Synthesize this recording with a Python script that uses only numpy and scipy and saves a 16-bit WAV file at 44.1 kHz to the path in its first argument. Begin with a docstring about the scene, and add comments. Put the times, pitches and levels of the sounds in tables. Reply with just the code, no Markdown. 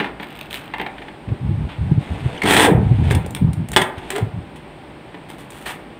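"""First come knocks on a cardboard box and soft crinkles, over the hum of a fan in a small kitchen.
Cling film ticks as its edge is picked up, then hisses off the roll in countless tiny slips.
The stretched sheet flutters and the roll bumps round in the box. Stuck film squeaks, creases snap,
and two hard tugs rip it loose in a loud rasp. Last, it crinkles as it is pressed over a dish's rim."""
import sys
import numpy as np
from scipy import signal
from scipy.fft import rfft, irfft
from scipy.io import wavfile
from scipy.ndimage import uniform_filter1d

SR = 44100
rng = np.random.default_rng(int(sys.argv[2]) if len(sys.argv) > 2 else 0)


def wav_record(signal):
    """Record a signal, one row per channel, as 16-bit PCM in the file named by sys.argv[1]."""
    frames = np.transpose(np.atleast_2d(signal))
    bounded = np.clip(frames, -1, 1)
    # unit amplitude maps onto the largest positive 16-bit level
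    quanta = np.round(bounded * 32767).astype(np.int16)
    wavfile.write(sys.argv[1], SR, quanta)


N = 264335
TIME = np.arange(N) / SR


def from_db(db):
    """Turn decibels into a number to multiply by."""
    return 10 ** (np.asarray(db) / 20)


def rms_one(x):
    """Scale a sound so that its average strength (rms) is 1."""
    return x / np.sqrt(np.mean(x ** 2) + 1e-20)


def steadied(x, seconds):
    """Even out a sound, holding its strength near 1 over each stretch of this length."""
    power = uniform_filter1d(x ** 2, max(2, int(seconds * SR)))
    return x / np.sqrt(np.maximum(power, 1e-4 * np.mean(x ** 2)))


def at_hz(points, hz):
    """Read between the rows of a frequency table, giving each octave equal room."""
    row_hz, value = np.transpose(points)
    return np.interp(np.log(np.maximum(hz, 1)), np.log(row_hz), value)


def add(out, s, sound):
    """Mix a sound in at s seconds."""
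    start = max(0, round(s * SR))
    out[start:start + len(sound)] += sound[:N - start]


def band(x, low_hz, high_hz):
    """Keep what lies between two frequencies."""
    bandpass = signal.butter(2, [low_hz, min(high_hz, .45 * SR)], "band", fs=SR, output="sos")
    return signal.sosfilt(bandpass, x + 1e-18)


def coloured(x, spectrum, size=4096):
    """Give a sound the tone colour listed in a table."""
    gains = from_db(at_hz(spectrum, np.arange(size // 2 + 1) * SR / size))
    cepstrum = irfft(np.log(gains))
    cepstrum[1:size // 2] *= 2   # fold the filter so that nothing sounds early (minimum phase)
    cepstrum[size // 2 + 1:] = 0
    return signal.fftconvolve(x, irfft(np.exp(rfft(cepstrum))))[:len(x)]


def registers(x, splits_hz=(900, 5000)):
    """Split a sound into body (low), crack (middle) and sizzle (high)."""
    lowpasses = [signal.butter(3, hz, fs=SR, output="sos") for hz in splits_hz]
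    body, body_and_crack = (signal.sosfiltfilt(lowpass, x, padtype=None) for lowpass in lowpasses)
    return body, body_and_crack - body, x - body_and_crack


def envelope(s, length_s, rise_s, fade_s):
    """Rise evenly from time s, hold until length_s is over, then die away."""
    age = TIME - s
    return np.clip(age / rise_s, 0, 1) * np.exp(-np.clip((age - length_s) / fade_s, 0, 30))


def slips(per_s, spread_db):
    """The film lets go in tiny random jumps: many weak, a few strong."""
    sizes = from_db(spread_db * np.minimum(rng.exponential(1, N), 4)) * rng.choice([-1, 1], N)
    return sizes * (rng.random(N) < per_s / SR)


def burst(decay_s, scatter, size=4096):
    """A sharp click, then chatter that swells and dies; scatter sets how strong the chatter is."""
    age = np.arange(size) / (decay_s * SR)
    chatter = rng.standard_normal(size) * age ** .5 * np.exp(-age)
    return signal.unit_impulse(size) + scatter * chatter / np.linalg.norm(chatter)


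# tone colour of the moving air: (frequency [Hz], level [dB])
AIR_COLOUR = [(25, -41), (58, 6), (78, -13.5), (98, -4.5), (125, -1), (350, 0), (550, -9), (800, -6),
              (1250, -15), (2200, -15), (3400, -21), (5000, -34), (6400, -46), (8600, -39), (11000, -50.5),
              (15000, -46)]
# the fan motor's tones: (pitch [Hz], level [dB])
MOTOR_TONES = [(150.7, -48.5), (301.5, -57), (586.8, -49.5), (802.1, -53)]
def fan(air_db, hum_db, waver):
    """A fan makes a steady rush of air and a few slightly wavering motor tones."""
    air = rms_one(coloured(rng.standard_normal(N), AIR_COLOUR))
    hum = np.zeros(N)
    for hz, db in MOTOR_TONES:
        drift = waver * np.cumsum(rng.standard_normal(N)) / np.sqrt(SR)
        hum += from_db(db) * np.sin(2 * np.pi * hz * TIME + drift)
    return from_db(air_db) * air + from_db(hum_db) * hum


# tone colour of small creases: (frequency [Hz], level [dB])
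CREASE_COLOUR = [(70, -25), (300, -2), (1800, 0), (3300, -4), (5500, -21), (9000, -20), (12000, -23),
                 (15000, -19), (17500, -50)]
# fingers handle the film: (time [s], length [s], body and crack level [dB], sizzle level [dB])
FINGER_GRIPS = [(0.0, 0.06, -30.5, -55), (0.192, .04, -37.5, -58), (0.288, 0.17, -42, -67),
                (0.506, 0.072, -36, -41), (.6, 0.15, -44, -74), (1.685, 0.039, -36, -59.5),
                (3.098, 0.018, -26, -38), (4.107, 0.017, -30, -38), (4.149, 0.022, -28.5, -46),
                (5.285, .025, -39.5, -44), (5.377, .04, -43.5, -45.5), (5.509, 0.17, -43.5, -44),
                (5.654, 0.054, -28.5, -35)]
def crinkles(body_db, crack_db, sizzle_db, idle_per_s=500, busy_per_s=5000):
    """Small creases form as the film is gripped and smoothed; firmer handling makes more of them."""
    firmness, brightness = np.zeros((2, N))
    for s, length, crack_level, sizzle_level in FINGER_GRIPS:
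        grip = envelope(s, length, rise_s=0.008, fade_s=0.028)
        firmness += from_db(crack_level) * grip
        brightness += from_db(sizzle_level) * grip
    per_s = idle_per_s + busy_per_s * firmness / firmness.max()
    creases = coloured(slips(per_s, spread_db=3.0), CREASE_COLOUR)
    body, crack, sizzle = (steadied(part, 0.05) for part in registers(creases))
    crunch = from_db(body_db) * body + from_db(crack_db) * crack
    return firmness * crunch + brightness * from_db(sizzle_db) * sizzle


# tone colour of knocked cardboard: (frequency [Hz], level [dB])
CARDBOARD_COLOUR = [(60, -21), (150, -12), (300, -7.5), (520, -4.5), (850, 6.5), (1250, -2), (1800, 5),
                    (2700, 1), (3700, -7), (5500, -32), (8700, -39), (15000, -36)]
# taps on the box and the table: (time [s], knock level [dB], boom level [dB])
BOX_TAPS = [(.001, -6, -15.5), (.011, -17, -14.5), (.044, -11.5, -22.5), (.199, -19, -26.5),
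            (.229, -18.5, -27.5), (.738, -10, -34), (.784, -22, -45), (.798, -11.5, -20),
            (.814, -13.5, -21.5), (.864, -12.5, -45), (.982, -22, -33), (1.019, -22, -45),
            (1.083, -22, -47), (1.288, -29, -23.5), (3.247, -28.5, -43), (5.144, -23, -27.5)]
def taps(knock_db, knock_s, boom_db, boom_s, scatter):
    """Cardboard gives a short, dull knock; the hollow box booms a little longer."""
    out = np.zeros(N)
    for s, knock_level, boom_level in BOX_TAPS:
        knock = rms_one(coloured(burst(knock_s, scatter), CARDBOARD_COLOUR))
        boom = rms_one(band(burst(boom_s, scatter), 143, 450))
        add(out, s, from_db(knock_level + knock_db) * knock + from_db(boom_level + boom_db) * boom)
    return out


# tone colour of a tiny wrinkle very close by: (frequency [Hz], level [dB])
WRINKLE_COLOUR = [(500, -31), (1400, -3), (2500, 14.5), (3500, 10.5), (5500, -10.5), (9000, -12),
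                  (12000, -10), (15000, 0.5), (17000, -35)]
# the sharpest wrinkles: (time [s], level [dB])
SHARP_TICKS = [(0.231, -32.5), (.3044, -37), (.354, -36.5), (0.391, -31.5), (.412, -25), (0.5095, -27.5),
               (0.5292, -23), (.543, -21), (.5498, -26), (.557, -26), (0.572, -29), (.7833, -32),
               (0.8145, -31.5)]
def ticks(level_db, decay_s, scatter, start_s=0.2, length_s=0.49, faint_per_s=50):
    """Wrinkles click brightly as the film's edge is picked up: a few sharp ones among many faint."""
    count = round(faint_per_s * length_s)
    faint = [(start_s + length_s * (k + rng.random()) / count, rng.normal(-39.5, 0.5))
             for k in range(count)]   # same columns as the sharp ticks
    out = np.zeros(N)
    for s, db in SHARP_TICKS + faint:
        tick = coloured(burst(decay_s, scatter), WRINKLE_COLOUR)
        add(out, s, from_db(db + level_db) * rms_one(tick))
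    return out


# tone colour of peeling film: (frequency [Hz], level [dB])
HISS_COLOUR = [(300, 16.5), (800, 14.5), (1200, 7), (2400, 9), (3600, 3), (5500, -15), (8700, -15.5),
               (15500, -28.5)]
# quiet pulls on the film: (time [s], length [s], level at the end [dB])
GENTLE_PULLS = [(0.877, 0.18, -46), (1.3, 0.63, -44.5), (1.988, 0.38, -35), (2.792, 0.23, -39.5),
                (3.024, 0.097, -34), (3.95, 0.16, -39.5)]
def peel(growth_db_per_s):
    """Slow peeling is a fine hiss of countless slips; it grows as each pull gathers speed."""
    hiss = rms_one(coloured(slips(per_s=3000, spread_db=2.5), HISS_COLOUR))
    pulling = np.zeros(N)
    for s, length, end_db in GENTLE_PULLS:
        seconds_left = np.maximum(s + length - TIME, 0)
        growth = from_db(end_db - growth_db_per_s * seconds_left)
        pulling += growth * envelope(s, length, rise_s=0.022, fade_s=0.087)
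    return pulling * hiss


# deep tone colour of the stretched sheet: (frequency [Hz], level [dB])
SHEET_COLOUR = [(20, -59.5), (35, -32), (60, -0.5), (110, 2), (165, -2), (240, -11.5), (400, -32.5),
                (600, -50), (850, -31), (1200, -45), (3000, -70.5)]
# moves of the hands that shake the sheet: (time [s], length [s], level [dB])
HAND_MOVES = [(1.267, 0.051, -23), (1.40, 0.25, -19.5), (1.777, 0.2, -19), (2.089, 0.044, -20),
              (2.201, 0.085, -24), (2.423, .3, -25), (2.748, 0.43, -13.5), (3.228, 0.2, -29),
              (3.405, 0.1, -15), (3.563, .05, -16.5), (3.687, 0.14, -27.5), (4.195, 0.063, -23),
              (4.327, 0.057, -24), (4.452, 0.16, -46)]
def flutter(level_db, puff_db=3.5):
    """The wide sheet wobbles like a slack drumhead while the hands move it, in uneven puffs."""
    motion = sum(from_db(db) * envelope(s, length, rise_s=0.019, fade_s=0.029)
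                 for s, length, db in HAND_MOVES)
    wobble = rms_one(band(rng.standard_normal(N), 11.6, 30.7))
    puffs = from_db(puff_db * np.tanh(wobble))
    rumble = steadied(coloured(rng.standard_normal(N), SHEET_COLOUR), 0.021)
    return from_db(level_db) * motion * puffs * rumble


# the roll hits its box as the film is tugged: (time [s], level [dB], pitch [Hz])
ROLL_BUMPS = [(1.315, -7.5, 107), (1.485, -9, 112), (1.504, -6, 116), (1.804, -10, 80), (1.913, -3.5, 146),
              (1.974, -1, 131), (2.254, -5, 113), (2.714, -3, 173), (2.745, -1.5, 124), (2.774, -8.5, 177),
              (2.91, 1, 132), (3.017, -2.5, 111), (3.162, -3.5, 97), (3.413, -7, 183), (3.441, -4.5, 152),
              (3.972, -20.5, 89), (4.22, -7, 106)]
def bumps(level_db, swell_s, rattle_db, size=4096):
    """The roll makes soft thuds that swell and die quickly, with a little cardboard rattle."""
    out = np.zeros(N)
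    age = np.arange(size) / SR
    swell = (age / swell_s * np.exp(1 - age / swell_s)) ** 2
    for s, db, hz in ROLL_BUMPS:
        thud = np.sin(2 * np.pi * (hz * age + rng.random()))
        rattle = from_db(rattle_db) * rms_one(band(rng.standard_normal(size), 242, 363))
        add(out, s, from_db(db + level_db) * swell * (thud + rattle))
    return out


# squeaks and groans: (time [s], length [s], level [dB], first pitch [Hz], last pitch [Hz])
FILM_SQUEAKS = [(2.375, 0.0099, -36, 2990, 3070), (2.418, 0.0062, -18.5, 2170, 2160),
                (2.43, 0.014, -22.5, 2140, 2190), (2.668, 0.041, -18, 532, 385),
                (2.687, 0.031, -19, 342, 304), (4.121, 0.083, -29.5, 362.3, 466)]
def squeaks(level_db, jitter, overtone_db):
    """Pulled film sticks and slips regularly for a moment, making a short, rough, gliding tone."""
    out = np.zeros(N)
    for s, length, db, first_hz, last_hz in FILM_SQUEAKS:
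        progress = np.linspace(0, 1, int(length * SR))
        glide_hz = first_hz + (last_hz - first_hz) * progress
        roughness = rms_one(band(rng.standard_normal(len(progress)), 100, 900))
        phase = 2 * np.pi * np.cumsum(glide_hz * (1 + jitter * roughness)) / SR
        tone = np.sin(phase) + from_db(overtone_db) * np.sin(2 * phase)
        swell = np.sqrt(4 * progress * (1 - progress))
        add(out, s, from_db(db + level_db) * swell * tone)
    return out


# tone colour of tight film, snapping or ripping: (frequency [Hz], level [dB])
FILM_COLOUR = [(70, -22), (200, -5), (360, 0), (570, -9), (850, -3), (1250, -9), (1820, -3), (2700, -8),
               (3400, -7), (4600, -22), (6400, -27), (8700, -23), (12500, -31), (15300, -28), (17500, -55)]
# snaps: (time [s], crack level [dB], body level [dB], sizzle level [dB], chatter fade time [s])
CREASE_SNAPS = [(2.4195, -13.5, -28, -38, 0.0031), (2.4364, -25, -12, -44, 0.0054),
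                (2.5646, -0.5, -18, -23, 0.0052), (3.1097, -12.5, -16, -36, 0.0016),
                (3.1162, -29, -14, -32, 0.0048), (3.1493, -21.5, -16.5, -30, 0.0031),
                (3.2627, -49, -21, -41.5, 0.0024), (3.3072, -44, -29, -38.5, 0.0013),
                (3.3493, -20, -38, -29, 0.0011), (3.3627, -23.5, -28, -43, 0.0061),
                (3.5318, -32, -45, -39, 0.0028), (3.6868, -33, -37, -36.5, .0015),
                (3.7175, -29.5, -34.5, -30.5, 0.001), (3.7324, -18, -29, -32.5, 0.0052),
                (3.763, 2.5, -5.5, -21, 0.00078), (3.7677, 0.5, -5, -20, 0.0054),
                (3.8163, -6.5, -14.5, -26, 0.0048), (3.9804, -26.5, -49.5, -50, .0048),
                (4.1035, -16, -25.5, -26.5, 0.0021), (4.1613, -21, -27, -33.5, 0.0023),
                (4.1817, -33, -16, -38.5, .0025), (4.5586, -33, -42, -49.5, 0.0078),
                (5.301, -35, -31, -45.5, .0015), (5.504, -39, -33, -41, 0.0031),
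                (5.6627, -19.5, -35, -44, 0.0033)]
def snaps(body_db, crack_db, sizzle_db):
    """A crease lets go; a tight small one only sizzles, a big one shakes the whole sheet."""
    out = np.zeros(N)
    for s, crack, body, sizzle, decay_s in CREASE_SNAPS:
        click = coloured(burst(decay_s, scatter=3), FILM_COLOUR)
        levels_db = (body + body_db, crack + crack_db, sizzle + sizzle_db)
        for part, db in zip(registers(click), levels_db):
            add(out, s, from_db(db) * rms_one(part))
    return out


# two hard tugs: (time [s], length [s], time to full speed [s], body level [dB])
HARD_TUGS = [(2.433, 0.12, 0.078, -16.5), (2.563, 0.094, .006, -14)]
# how the rip's body, crack and sizzle follow the tug: (power of the speed [no unit], fade time [s])
RIP_RESPONSE = [(.15, 0.07), (.8, 0.012), (1.25, .012)]
def rip(body_db, crack_db, sizzle_db):
    """Stuck film tears off in dense slips, brighter with speed; the low drone outlasts the highs."""
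    jerks = from_db(2.5 * rms_one(band(rng.standard_normal(N), 60, 400)))   # the film lets go unevenly
    rasp = coloured(jerks * slips(per_s=4500, spread_db=2.5), FILM_COLOUR)
    out = np.zeros(N)
    for k, part in enumerate(registers(rasp)):
        power, fade_s = RIP_RESPONSE[k]
        strongest = np.zeros(N)
        for s, length, rise_s, body in HARD_TUGS:
            db = (body + body_db, crack_db, sizzle_db)[k]
            tug = envelope(s, length, rise_s, fade_s * power) ** power
            sounding = TIME < s + length + 5 * fade_s
            strongest = np.maximum(strongest, from_db(db) * tug * sounding)
        out += strongest * steadied(part, 0.043)
    return out


# notes at which the hollow box rings: (pitch [Hz], width [Hz], added strength [no unit])
BOX_NOTES = [(290.5, 12, 1), (746, 35, .45), (871, 34, .45), (1806, 45, 0.3), (2190, 19, 0.15),
             (3380, 180, 0.36)]
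def box_ring(x):
    """The box adds its own ring to whatever shakes it."""
    return x + sum(gain * signal.lfilter(*signal.iirpeak(hz, hz / width, fs=SR), x + 1e-18)
                   for hz, width, gain in BOX_NOTES)


# how long the kitchen echoes: (frequency [Hz], time to fade by 60 dB [s])
ECHO_TIMES = [(300, 0.42), (800, 0.64), (2100, 0.33), (5500, 0.16), (14600, 0.29)]
def kitchen(x, echo_db, build_s, size=32768):
    """Hard walls add a blur of echoes; notes near 5 kHz die first, while the mids ring longest."""
    age = np.arange(size) / SR
    noise = rng.standard_normal((2, size))
    edges_hz = np.geomspace(200, 18000, 10)
    tail = np.zeros(size)
    for k, (low, high) in enumerate(zip(edges_hz, edges_hz[1:])):
        fade_s = at_hz(ECHO_TIMES, np.sqrt(low * high))
        tail += band(noise[k % 2], low, high) * from_db(-60 * age / fade_s)
    tail *= 1 - np.exp(-age / build_s)
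    return x + from_db(echo_db) * signal.fftconvolve(x, tail / np.linalg.norm(tail))[:N]


def scene():
    """Film and box close by, with the kitchen and its fan around them."""
    film = snaps(body_db=-17.5, crack_db=-21.0, sizzle_db=-15.5)
    film += rip(body_db=-2.5, crack_db=-16.5, sizzle_db=-28)
    film += crinkles(body_db=-11.5, crack_db=-5.0, sizzle_db=-11.5)
    film += peel(growth_db_per_s=14.5)
    film += squeaks(level_db=5.5, jitter=0.05, overtone_db=-19.0)
    knocks = taps(knock_db=-22.5, knock_s=0.004, boom_db=-17.0, boom_s=0.0085, scatter=1.95)
    wrinkles = ticks(level_db=-17.5, decay_s=0.00097, scatter=0.84)
    mix = kitchen(wrinkles, echo_db=-10.0, build_s=0.002)   # nearest, so less echo
    rumble = bumps(level_db=-2.0, swell_s=0.007, rattle_db=-21.0) + flutter(level_db=-2.0)
    mix += band(rumble, 48.5, 5000)
    mix += kitchen(box_ring(film + knocks), echo_db=-8.0, build_s=0.0032)
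    mix += fan(air_db=-39.0, hum_db=-0.5, waver=6.08)
    return mix[None]


def record(dry, ring_hz=8650, ceiling=0.95, cutoff_hz=15700):
    """The microphone's opening rings high up, the loudest peaks flatten, the very top is cut."""
    sound = dry + 1.8 * signal.lfilter(*signal.iirpeak(ring_hz, Q=10, fs=SR), dry)
    flattened = sound / (1 + (sound / ceiling) ** 8) ** (1 / 8)
    return signal.sosfilt(signal.butter(20, cutoff_hz, fs=SR, output="sos"), flattened)


dry = scene()
out = record(dry)
wav_record(out)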